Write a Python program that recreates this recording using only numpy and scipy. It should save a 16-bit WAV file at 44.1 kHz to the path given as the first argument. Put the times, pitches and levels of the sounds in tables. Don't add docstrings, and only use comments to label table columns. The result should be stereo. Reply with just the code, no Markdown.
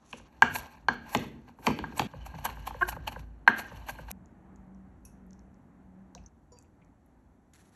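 import sys
import numpy as np
from scipy import signal
from scipy.fft import rfft, irfft, next_fast_len
from scipy.io import wavfile
from scipy.ndimage import uniform_filter1d, map_coordinates

SR = 44100
rng = np.random.default_rng(int(sys.argv[2]) if len(sys.argv) > 2 else 0)


def wav_out(sig):
    wavfile.write(sys.argv[1], SR, np.round(np.clip(np.atleast_2d(sig).T, -1, 1) * 32767).astype(np.int16))


def linear_from_db(decibels):
    return 10 ** (np.asarray(decibels, float) / 20)


N = 341775
SPAN, HIT = 2 ** 15, 2 ** 14
HZ, T = np.fft.rfftfreq(HIT, 1 / SR), np.arange(HIT) / SR
NOW = np.arange(N) / SR
STEEP = 2

SPLICES = np.array([.278, 2.072, 4.1152, 6.287, 7.535, 8])
# centre_hz, width_hz, level_db
KNOCK = [(576, 190, -10.5), (832.4, 140, 1), (913, 78, 2.5), (1046, 52, -2)]
# centre_hz, width_hz, level_db
BLADE = [(1535, 38, -8), (1613.6, 60, 2.5), (1790, 90, -7), (2000, 88, -13), (2300, 130, -16),
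         (2880, 200, -22), (4240, 140, -17), (4680, 130, -25), (5700, 300, -34)]
# centre_hz, width_hz, level_db
EDGE = [(1230, 500, -13.5), (2300, 340, 1), (2850, 350, -1.5), (3270, 560, -22), (4220, 400, -10),
        (6300, 5400, -22)]


def unit(x):
    return x / np.sqrt(np.mean(x ** 2) + 1e-20)


def along(points, hz):
    f, v = np.transpose(points)
    return np.interp(np.log(hz + 1), np.log(f + 1), v)


def over_time(points):
    return np.interp(NOW, *np.transpose(points))


def wobble(rate_hz):
    knots = rng.standard_normal(int(N * rate_hz / SR) + 4)
    return map_coordinates(knots, [np.arange(N) * rate_hz / SR])


def filtered(x, response):
    m = next_fast_len(N + SPAN)
    return irfft(rfft(x, m) * response(np.fft.rfftfreq(m, 1 / SR)), m)[..., :N]


def shaped_noise(noise, spectrum):
    return unit(filtered(noise, lambda f: linear_from_db(along(spectrum, f))))


def modes(table, f, sign=-1, steep=1):
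    total = 0
    for k, (centre, width, db) in enumerate(table):
        damping = 1j * f * width * steep
        total = total + sign ** k * linear_from_db(db) * (damping / (centre * centre - f * f + damping)) ** steep
    return total


def varied(table, top_hz, steep=STEEP):
    chance = rng.standard_normal((len(table), 2)) * [.012, 1.5]
    skirts = (1j * HZ / (0.91 * table[0][0] + 1j * HZ) / (1 + 1j * HZ / top_hz)) ** 2
    shifted = [(hz * (1 + a), w, db + b) for (hz, w, db), (a, b) in zip(table, chance)]
    return skirts * modes(shifted, HZ, sign=0.92, steep=steep)


def burst(envelope):
    z = rfft(rng.standard_normal(HIT) * envelope)
    return irfft(z / (np.abs(z) + 1e-12), HIT) * np.sqrt(envelope)


def rung(force, response, db):
    x = irfft(rfft(force) * response, HIT)
    return linear_from_db(db) * x / np.abs(x).max()


def place(starts_s, sounds, room_db, blow_db=-60):
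    # frequency_hz, t60_s
    room = [(100, 0.82), (300, 0.74), (1000, 0.12), (1600, 0.47), (4000, 0.39), (12000, 0.18)]
    out, after = np.zeros(N + SPAN), np.arange(SPAN) / SR
    hz, frames = np.fft.rfftfreq(256, 1 / SR), np.arange(180) * 128 / SR
    fading = linear_from_db(-60 * frames / along(room, hz)[:, None])
    first_blow = np.exp(-(T / .0025) ** 2)
    for s, x in zip(starts_s, sounds):
        phases = np.exp(2j * np.pi * rng.random(fading.shape))
        tail = signal.istft(fading * phases, SR, nperseg=256)[1]
        tail *= 1 - np.exp(-after[:len(tail)] / 0.003957)
        sent = linear_from_db(room_db) * x + linear_from_db(blow_db) * x * first_blow
        heard = rfft(x, SPAN) + rfft(sent, SPAN) * rfft(tail / np.linalg.norm(tail), SPAN)
        same_shot = s + after < SPLICES[SPLICES > s][0]
        out[round(s * SR):][:SPAN] += irfft(heard, SPAN) * same_shot
    return out[:N]


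def chops():
    # start_s, knock_peak_db,
    # blade_ring_db, crack_db
    slaps = [(0.422, -5, -1.5, -5), (0.49, -52, 8, -20), (0.458, -45, 11, -11.5), (.921, -48, 8, -15),
             (3.466, -58, 8, -20), (3.488, -24, -8, -20), (0.885, -10.5, -2.5, -6.5),
             (1.493, -46, -18.5, -27.5), (1.84, -25.5, -4, -25.5), (3.4765, -6, 3, -27.5)]
    # start_s, knock_peak_db, blade_ring_db, crack_db
    nudges = [(0.129, -42, -12, 12), (1.479, -51, -13, -10.5), (1.587, -44, -12.5, -23),
              (.346, -58, -10, -20), (1.647, -44, -8, -6), (1.682, -25, -12, -1.5), (1.789, -29, -8, 3),
              (1.923, -38, -18, -16)]
    # start_s, knock_peak_db, blade_ring_db, crack_db
    pushes = [(1.149, -13.5, -18.5, 0), (1.668, -17, -15, 4), (1.6725, -14.5, -24.5, -18.5),
              (1.702, -24.5, -17.5, -16.5), (1.995, -15.5, -15, 2), (2.018, -23.5, -31, -9)]
    # start_s, knock_peak_db, blade_ring_db, crack_db
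    rocks = [(2.264, -40, -6, -5.5), (2.452, -20, -10.5, -8), (2.458, -22, -8, -8),
             (2.489, -29.5, -15, -10.5), (2.674, -27, -31, -6), (2.707, -31, -51, -25),
             (2.926, -32, -30.5, -15), (3.076, -26, -8.5, -25), (3.119, -39, -10, -12),
             (3.886, -30, -6.5, -4), (4.082, -48, 3, -31), (4.099, -47, -8, -20)]
    # centre_hz, width_hz, level_db
    thud = [(81.5, 16, -3), (150, 100, -1), (227, 31, 1.5), (287, 120, -7.5), (400, 82, -9.5)]
    # blows, board_thud_db, contact_ms, clean first impact (0-1), board pitch ratio under the load
    kinds = [(slaps, -21.5, 0.62, 0.7, .99), (nudges, 0, 0.71, 0.14, .98),
             (pushes, -6, 4.23, 0.395, .9), (rocks, -22, 4.31, 0.25, .98)]
    times, sounds, thuds = [], [], []
    for blows, thud_db, contact_ms, clean, loaded in kinds:
        for s, db, blade_db, crack_db in blows:
            u = T / max(contact_ms, .3) * 1000
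            skid, impact = burst(u * np.exp(-3.5 * u)), np.exp(-T / .00004)
            force = (1 - clean) * skid / np.linalg.norm(skid) + clean * impact / impact.sum()
            rocking = burst(T * np.exp(-T / .011))
            knock = rung(force, varied(np.multiply(KNOCK, [loaded, 1, 1]), top_hz=2500), db)
            ring = rung(force, varied(BLADE, top_hz=7000), db + blade_db)
            crack = rung(force * np.exp(-1.5 * u), varied(EDGE, top_hz=9006, steep=1), db + crack_db)
            times.append(s)
            sounds.append(knock + ring + crack)
            thuds.append(rung(rocking, varied(thud, top_hz=556), db + thud_db))
    return place(times, sounds, room_db=-19, blow_db=-11.5) + place(times, thuds, room_db=-9)


def chatter():
    # centre_hz, width_hz, level_db
    judder = [(364, 20, -13), (715, 90, -13), (1070, 88, -2.5), (1520, 120, -9.5), (1595, 93, -0.5),
              (1800, 130, -12), (2930, 130, -17)]
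    start_s, slip_hz, rise_hz_per_s = 2.8105, 352.4, 600
    slips = np.arange(6)
    after = slips / slip_hz
    slip_s = after / (1 + .5 * rise_hz_per_s / slip_hz * after)
    force = np.zeros(HIT)
    force[np.round(SR * slip_s).astype(int)] = linear_from_db(-10 * np.exp(-slips / .9) + rng.normal(0, 1.2, len(slips)))
    response = modes(judder, HZ, sign=0.99, steep=STEEP) / (1 + 1j * HZ / 1900) ** 2
    late = T - (2.8305 - start_s)
    squeal = linear_from_db(-14) * np.exp(-(late / 0.0039) ** 2) * np.sin(2 * np.pi * 1582 * late)
    pulses = rung(force, response, -16.5)
    return place([start_s], [pulses], room_db=-13) + place([start_s], [squeal], room_db=-19)


def herbs():
    # start_s, hiss_db,
    # body_db over the hiss, rise_ms for 8 dB
    cuts = [(.11, -53, -20, 21), (0.184, -59, 1.5, 54), (0.425, -51.5, -6, 1), (0.559, -31, 0, 13.5),
            (0.727, -62.5, -20, 14), (0.934, -59, 15.5, 8.5), (1.144, -39, -0.5, 16), (1.241, -60, 15, 64),
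            (1.488, -71.5, 17, 20), (1.666, -43.5, 4, 20.5), (1.99, -39, 0, 16), (2.264, -50, 7, 6.5),
            (2.388, -54, 11, 10), (2.452, -33.5, 6, 5), (2.501, -51.5, 9, 17), (2.676, -40, 8, 7.5),
            (2.826, -50, 4, 17), (2.89, -38, 3, 9.5), (2.925, -54.5, 12.5, 11), (3.078, -37, 11, 4),
            (3.127, -53, 11.5, 9), (3.195, -55, 8.5, 4), (3.241, -81, 18.5, 24), (3.481, -43, -7, 2.5),
            (3.593, -39.5, 10, 11), (3.77, -60.5, 6, 35), (3.896, -40.5, 4.5, 11.5), (4.011, -63, 12, 29),
            (4.088, -63, 11, 18), (4.109, -48, 6, 6), (4.1145, -36, -7, 1.8), (.287, -78, 19, 5),
            (.305, -78, 19, 10), (.325, -80, 19, 10), (1.135, -58, 17, 15), (1.65, -55, 10, 4),
            (1.978, -45, 3, 9), (2.004, -47, 6, 2), (2.085, -60, 8, 8), (2.446, -42, -4, 2),
            (2.462, -48, 14, 5), (2.6, -61, 4, 20)]
    # time_s, level_db
    rustle = [(0.0, -69.5), (0.47, -63), (0.59, -42), (0.94, -79), (1.1, -46), (1.41, -67.5), (1.59, -77.5),
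              (1.74, -52.5), (2.16, -58.5), (2.43, -54), (2.88, -55), (3.04, -62.5), (3.18, -53.5),
              (3.26, -76), (3.49, -78.5), (3.64, -51), (3.9, -57), (4.11, -62)]
    # frequency_hz, density_db
    hiss_spectrum = [(1800, -42.5), (3000, -17), (5000, -11.5), (7000, -10.5), (9000, -3), (10600, -1),
                     (11700, -0.5), (12500, -7.5), (13300, -17), (15500, -35)]
    # frequency_hz, density_db
    bunch = [(800, -19), (2500, -6), (4000, -10), (6000, 1.5), (8000, -3), (10800, 5.5), (12300, -29),
             (14000, -40)]
    # frequency_hz, density_db
    stems = [(250, -21.5), (500, -5.5), (1000, 2.5), (2200, -14), (3500, -11.5), (6000, -12.5),
             (10000, -35.5)]
    # centre_hz, width_hz, level_db
    sliding = [(2950, 160, 0), (4200, 300, -15)]
    # frequency_hz, density_db
    leaves = [(500, -30.5), (1200, -1), (1800, 2), (3000, -6.5), (5000, -3.5), (8000, -3), (10500, 9.5),
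              (12500, -18), (15500, -30.5)]
    fall_ms = 8.5
    body = linear_from_db(over_time(rustle)) ** 2 * (NOW < SPLICES[2])
    hiss = body * linear_from_db(-19.5) ** 2
    for s, db, body_db, rise_ms in cuts:
        settle_db = -24 + 0.84 * min(rise_ms, 25)
        swell = linear_from_db(db - 9200 * np.maximum((s - NOW) / rise_ms, (NOW - s) / fall_ms)) ** 2
        swell += (NOW > s) * linear_from_db(db + settle_db - 220 * np.abs(NOW - s)) ** 2
        swell *= NOW < SPLICES[SPLICES > s - .03][0]
        hiss, body = hiss + swell, body + swell * linear_from_db(body_db) ** 2

    def snaps():
        return rng.standard_normal(N) * linear_from_db(3.5 * wobble(900) + 3 * wobble(70))

    def through_knife(f):
        return modes(KNOCK, f) + linear_from_db(-5) * modes(BLADE, f) + linear_from_db(-11.5) * modes(EDGE, f)

    first_shot = NOW < SPLICES[0]
    bright = np.where(first_shot, shaped_noise(snaps(), bunch), shaped_noise(snaps(), hiss_spectrum))
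    woody = unit(filtered(snaps(), through_knife)) + linear_from_db(-6.5) * shaped_noise(snaps(), stems)
    woody = np.where(first_shot, linear_from_db(1.5) * shaped_noise(snaps(), stems), woody)
    slide = unit(filtered(snaps(), lambda f: modes(sliding, f, steep=STEEP)))
    woody = woody + (NOW > SPLICES[1]) * linear_from_db(-13) * slide
    sprigs_db, trickle_db, settle_s = -61, -74.5, 0.09
    fall_db = trickle_db + (sprigs_db - trickle_db) * np.exp(-np.abs(NOW - SPLICES[4]) / settle_s)
    falling = (NOW > SPLICES[4]) * linear_from_db(7.0 + fall_db) * shaped_noise(snaps(), leaves)
    return linear_from_db(2.0) * np.sqrt(hiss) * bright + linear_from_db(-2.0) * np.sqrt(body) * woody + falling


def taps():
    # start_s, peak_db, boom_db
    tip_taps = [(.1295, -33, -14), (.196, -47, -12), (2.134, -36, 0), (2.339, -37.5, 2), (2.569, -40, 1),
                (2.743, -34.5, -5), (2.964, -34.5, -3), (3.16, -32.5, -2.5), (3.714, -41, 2),
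                (3.986, -38, -1), (6.149, -44, 0.5)]
    # centre_hz, width_hz, level_db
    tip = [(526, 150, 0.5), (920, 340, -0.5), (1581, 360, -2.06)]
    # centre_hz, width_hz, level_db
    boom = [(54.24, 2.7, 5), (87.5, 5, -8), (150, 22, -12)]
    spread = np.exp(-4j * np.pi * .27 * np.sqrt(HZ))
    sounds = []
    for s, db, boom_db in tip_taps:
        force = burst(np.exp(-T / 0.002605))
        tap = rung(force, spread * varied(tip, top_hz=1500) * modes(tip, HZ), db)
        low = rung(force, spread ** 0.69 * varied(boom, top_hz=250.3), db + boom_db - 1.5)
        sounds.append(tap + low)
    return place(np.transpose(tip_taps)[0] - .0068, sounds, room_db=-14)


def ticks():
    # start_s, peak_db, centre_hz
    high_ticks = [(1.1717, -29.5, 6300), (4.2586, -51, 6500), (4.56, -52, 6700), (4.7476, -61, 5940),
                  (5.2659, -60, 10800), (5.3078, -48.5, 5950), (5.3313, -49, 6060), (5.393, -53, 5740),
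                  (5.466, -67, 10000), (5.5436, -59, 5820), (6.1502, -34.5, 5250), (6.2824, -69, 5530),
                  (6.5876, -41, 7400), (6.6134, -58, 7010), (6.625, -52.5, 7060), (6.8474, -60.5, 6050),
                  (7.0623, -55.5, 10730)]
    # start_s, peak_db, centre_hz
    low_ticks = [(6.1766, -52, 2580), (6.2394, -71, 1810), (6.5698, -69, 2530), (6.6444, -68, 2530),
                 (6.8164, -61.5, 2260)]
    # start_s, peak_db, centre_hz, width_hz, t60_s
    odd_ticks = [(1.415, -58, 9470, 1500, .01), (1.9802, -22, 8300, 1500, 0.012),
                 (.13, -29, 2620, 450, .02), (6.572, -64, 7000, 4000, .02),
                 (6.5876, -52, 10800, 1500, .007), (6.625, -58, 10700, 1500, .007),
                 (6.634, -62, 10700, 1500, .007), (6.552, -62, 4700, 60, .12),
                 (2.21, -56.5, 2980, 200, 0.22), (4.45, -70.5, 8900, 500, 0.027),
                 (6.152, -64, 3920, 150, .06), (6.155, -51, 715, 59.8, 0.084), (6.16, -60, 5430, 2500, .13),
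                 (6.2362, -62, 5361, 900, .03), (6.2615, -43.5, 6100, 740.7, 0.027),
                 (6.572, -72, 2570, 60, 0.06)]
    rows = [r + (2200, 0.0063) for r in high_ticks]  # width_hz, t60_s
    rows += [r + (580, 0.061) for r in low_ticks]
    rows += odd_ticks
    sounds = []
    for s, db, hz, width_hz, t60 in rows:
        force = burst(linear_from_db(-60 * T / abs(t60)))
        sounds.append(rung(force, modes([(hz, abs(width_hz), 0)], HZ) ** 2, db + 0.5))
    return place(np.transpose(rows)[0], sounds, room_db=-14.5)


def clinks():
    # (frequency_hz, level_db, t60_s)
    rings = [
        (5.051, -45.5, 0.035, 0.1, [(2576, -18, 0.088), (4720, -26.5, 0.077), (5710, -8, 0.06), (6050, -8, .05), (6400, -10, 0.05), (7100, -12, .03), (8600, 0, 0.025), (9900, 0, 0.06), (10170, 10, 0.04), (10800, 0, .05), (11270, -1, 0.04)]),
        (6.52, -57.5, 0.035, 0.25, [(487.4, 4, 0.19), (996, -4, 0.39), (4790, -5, 0.2), (5620, -2, .13), (7040, -2, 0.12), (10700, -6, 0.04)]),
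    ]
    sounds = []
    for s, db, wander, sag, table in rings:
        ring = np.zeros(HIT)
        for hz, level, t60 in table:
            drift = np.cumsum(rng.standard_normal(HIT)) * wander
            ring += linear_from_db(level - 60 * T / t60) * np.sin(2 * np.pi * hz * T * (1 - sag * T) + drift)
        sounds.append(linear_from_db(db) * ring * (1 - np.exp(-T / 0.00043)))
    return place([r[0] for r in rings], sounds, room_db=-10, blow_db=-3)


def kitchen():
    # time_s, level_db
    bustle = [(0.0, -74.5), (0.43, -61), (0.58, -47), (0.73, -70.5), (0.91, -53.5), (1.1, -59.5),
              (1.57, -63), (1.88, -54), (2.14, -57), (2.31, -56), (2.98, -51), (3.17, -50), (3.28, -62.5),
              (3.93, -53.5), (4.1, -59), (5.39, -61.5), (6.0, -62.5), (7.06, -66.5)]
    # frequency_hz, density_db
    rumble = [(18, -32), (30, -3.5), (43, -3), (54, 2), (113, -8.5), (150, -13), (200, -41), (330, -120)]
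    # frequency_hz, density_db
    air = [(88, -38.5), (150, -5), (263, -4.5), (294, -8), (403, -15), (426, -18), (718, -18), (780, -15.5),
           (1180, -24.5), (1780, -28), (4000, -54.5), (5200, -75.5), (8800, -120)]
    shot_air_db = [-68.5, -66, -63.5, -63.5, -68.5, -67]
    # frequency_hz, density_db
    self_noise = [(1500, -4.5), (3000, -6), (7000, -3), (10500, 3.5), (12500, -5), (15500, -24.5)]
    # peak_s, level_db
    swells = [(4.13, -50.5), (4.8, -50), (5.32, -53.5), (5.56, -59), (6.02, -52.5), (6.22, -59)]
    # start_s, end_s, pitch_hz, level_db
    whine = [(3.1, 4.117, 10550, -94), (4.117, 7.535, 10400, -99)]
    shot = np.searchsorted(SPLICES, NOW)
    rumble_db = over_time(bustle)
    busy_db = rumble_db - (np.bincount(shot, rumble_db) / np.bincount(shot))[shot]
    air_db = np.array(shot_air_db)[shot] + 0.44 * busy_db - 0.7 * (shot == 3) * (NOW - SPLICES[2])

    def noise(spectrum):
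        return shaped_noise(rng.standard_normal(N), spectrum)

    rise_db_per_s, fall_db_per_s = 32.5, 93
    hum_db = np.max([db - np.maximum(rise_db_per_s * (s - NOW), fall_db_per_s * (NOW - s))
                     for s, db in swells], axis=0)
    hum_phase = 2 * np.pi * np.cumsum(189.5 + 2.5 * wobble(15.0)) / SR
    hum = (shot == 3) * np.sqrt(2) * linear_from_db(hum_db) * np.sin(hum_phase)
    for start, end, hz, db in whine:
        hum += (NOW > start) * (NOW < end) * linear_from_db(db) * np.sin(2 * np.pi * hz * NOW + 3 * wobble(33))
    low = linear_from_db(rumble_db + 4 + 1.1 * wobble(5.9)) * noise(rumble)
    room_air = linear_from_db(air_db + 5.0 + 0.96 * wobble(10)) * noise(air)
    return low + room_air + hum + linear_from_db(-82) * noise(self_noise)


def scene():
    # frequency_hz, level_db
    apart = [(60, -42), (130, -28), (300, -15), (600, -14), (1200, -21), (2500, -19), (5000, -22),
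             (10000, -28)]
    # frequency_hz, level_db
    diffuse = [(60, -30), (130, -22), (300, -13), (640, -3), (1400, -6), (3000, -13), (6000, -24)]
    near = chops() + chatter() + herbs() + taps() + ticks() + clinks()
    far = kitchen()
    scatter = burst(T * np.exp(-T / .006))[:SPAN // 8]
    scatter /= np.linalg.norm(scatter)
    shot = np.searchsorted(SPLICES, NOW)
    strewn = np.zeros(N)
    for k in range(len(SPLICES)):
        strewn += (shot == k) * signal.fftconvolve(near * (shot == k), scatter)[:N]
    other = filtered(strewn, lambda f: linear_from_db(along(apart, f)))
    other += filtered(np.roll(far, SR // 16), lambda f: linear_from_db(along(diffuse, f)))
    return np.array([near + far + other, near + far - other])


def top_cut(x):
    return signal.sosfilt(signal.butter(12, 16310, fs=SR, output="sos"), x)


def record(dry):
    # frequency_hz, phase_rad
    lead = [(0, 0), (780, 0.5), (1380, 0.25), (1750, .2), (2840, 0.65), (4130, 0.95), (4620, 1.3),
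            (4900, 2.5), (5300, 4.5), (5860, 6.1), (6800, 6.8), (9040, 9.3), (10200, 9.7), (12600, 12.3),
            (14500, 12.8), (15800, 14.5)]
    # frequency_hz, level_db
    tilt = [(60, -0.5), (110, -0.5), (200, -2.0), (380, -3.0), (700, -2.0), (1290, 1.0), (1750, .8),
            (2700, -1.0), (3300, .5), (4400, -0.5), (8120, 0.0), (15000, 0.0)]
    sides = np.array([[.5], [-.5]])

    def port_response(f):
        band_pass = (f < 15830) / (1 + (42 / (f + 1)) ** 6)
        phase = sides * np.interp(f, *np.transpose(lead))
        return linear_from_db(sides * along(tilt, f)) * np.exp(1j * phase) * band_pass

    ports = filtered(dry, port_response)
    ports /= (1 + np.abs(ports / .93) ** 8) ** (1 / 8)
    hz, _, z = signal.stft(ports, SR, nperseg=1024)
    band = uniform_filter1d(np.mean(np.abs(z) ** 2, axis=0), size=17, axis=0)
    floor_db = -107 + 6 * (hz[:, None] - 11800) / 1000
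    kept = (hz[:, None] < 11500) | (band > linear_from_db(floor_db) ** 2)
    mix = signal.istft(z * kept, SR, nperseg=1024)[1][:, :N]
    return top_cut(mix)


dry = scene()
out = record(dry)
wav_out(out)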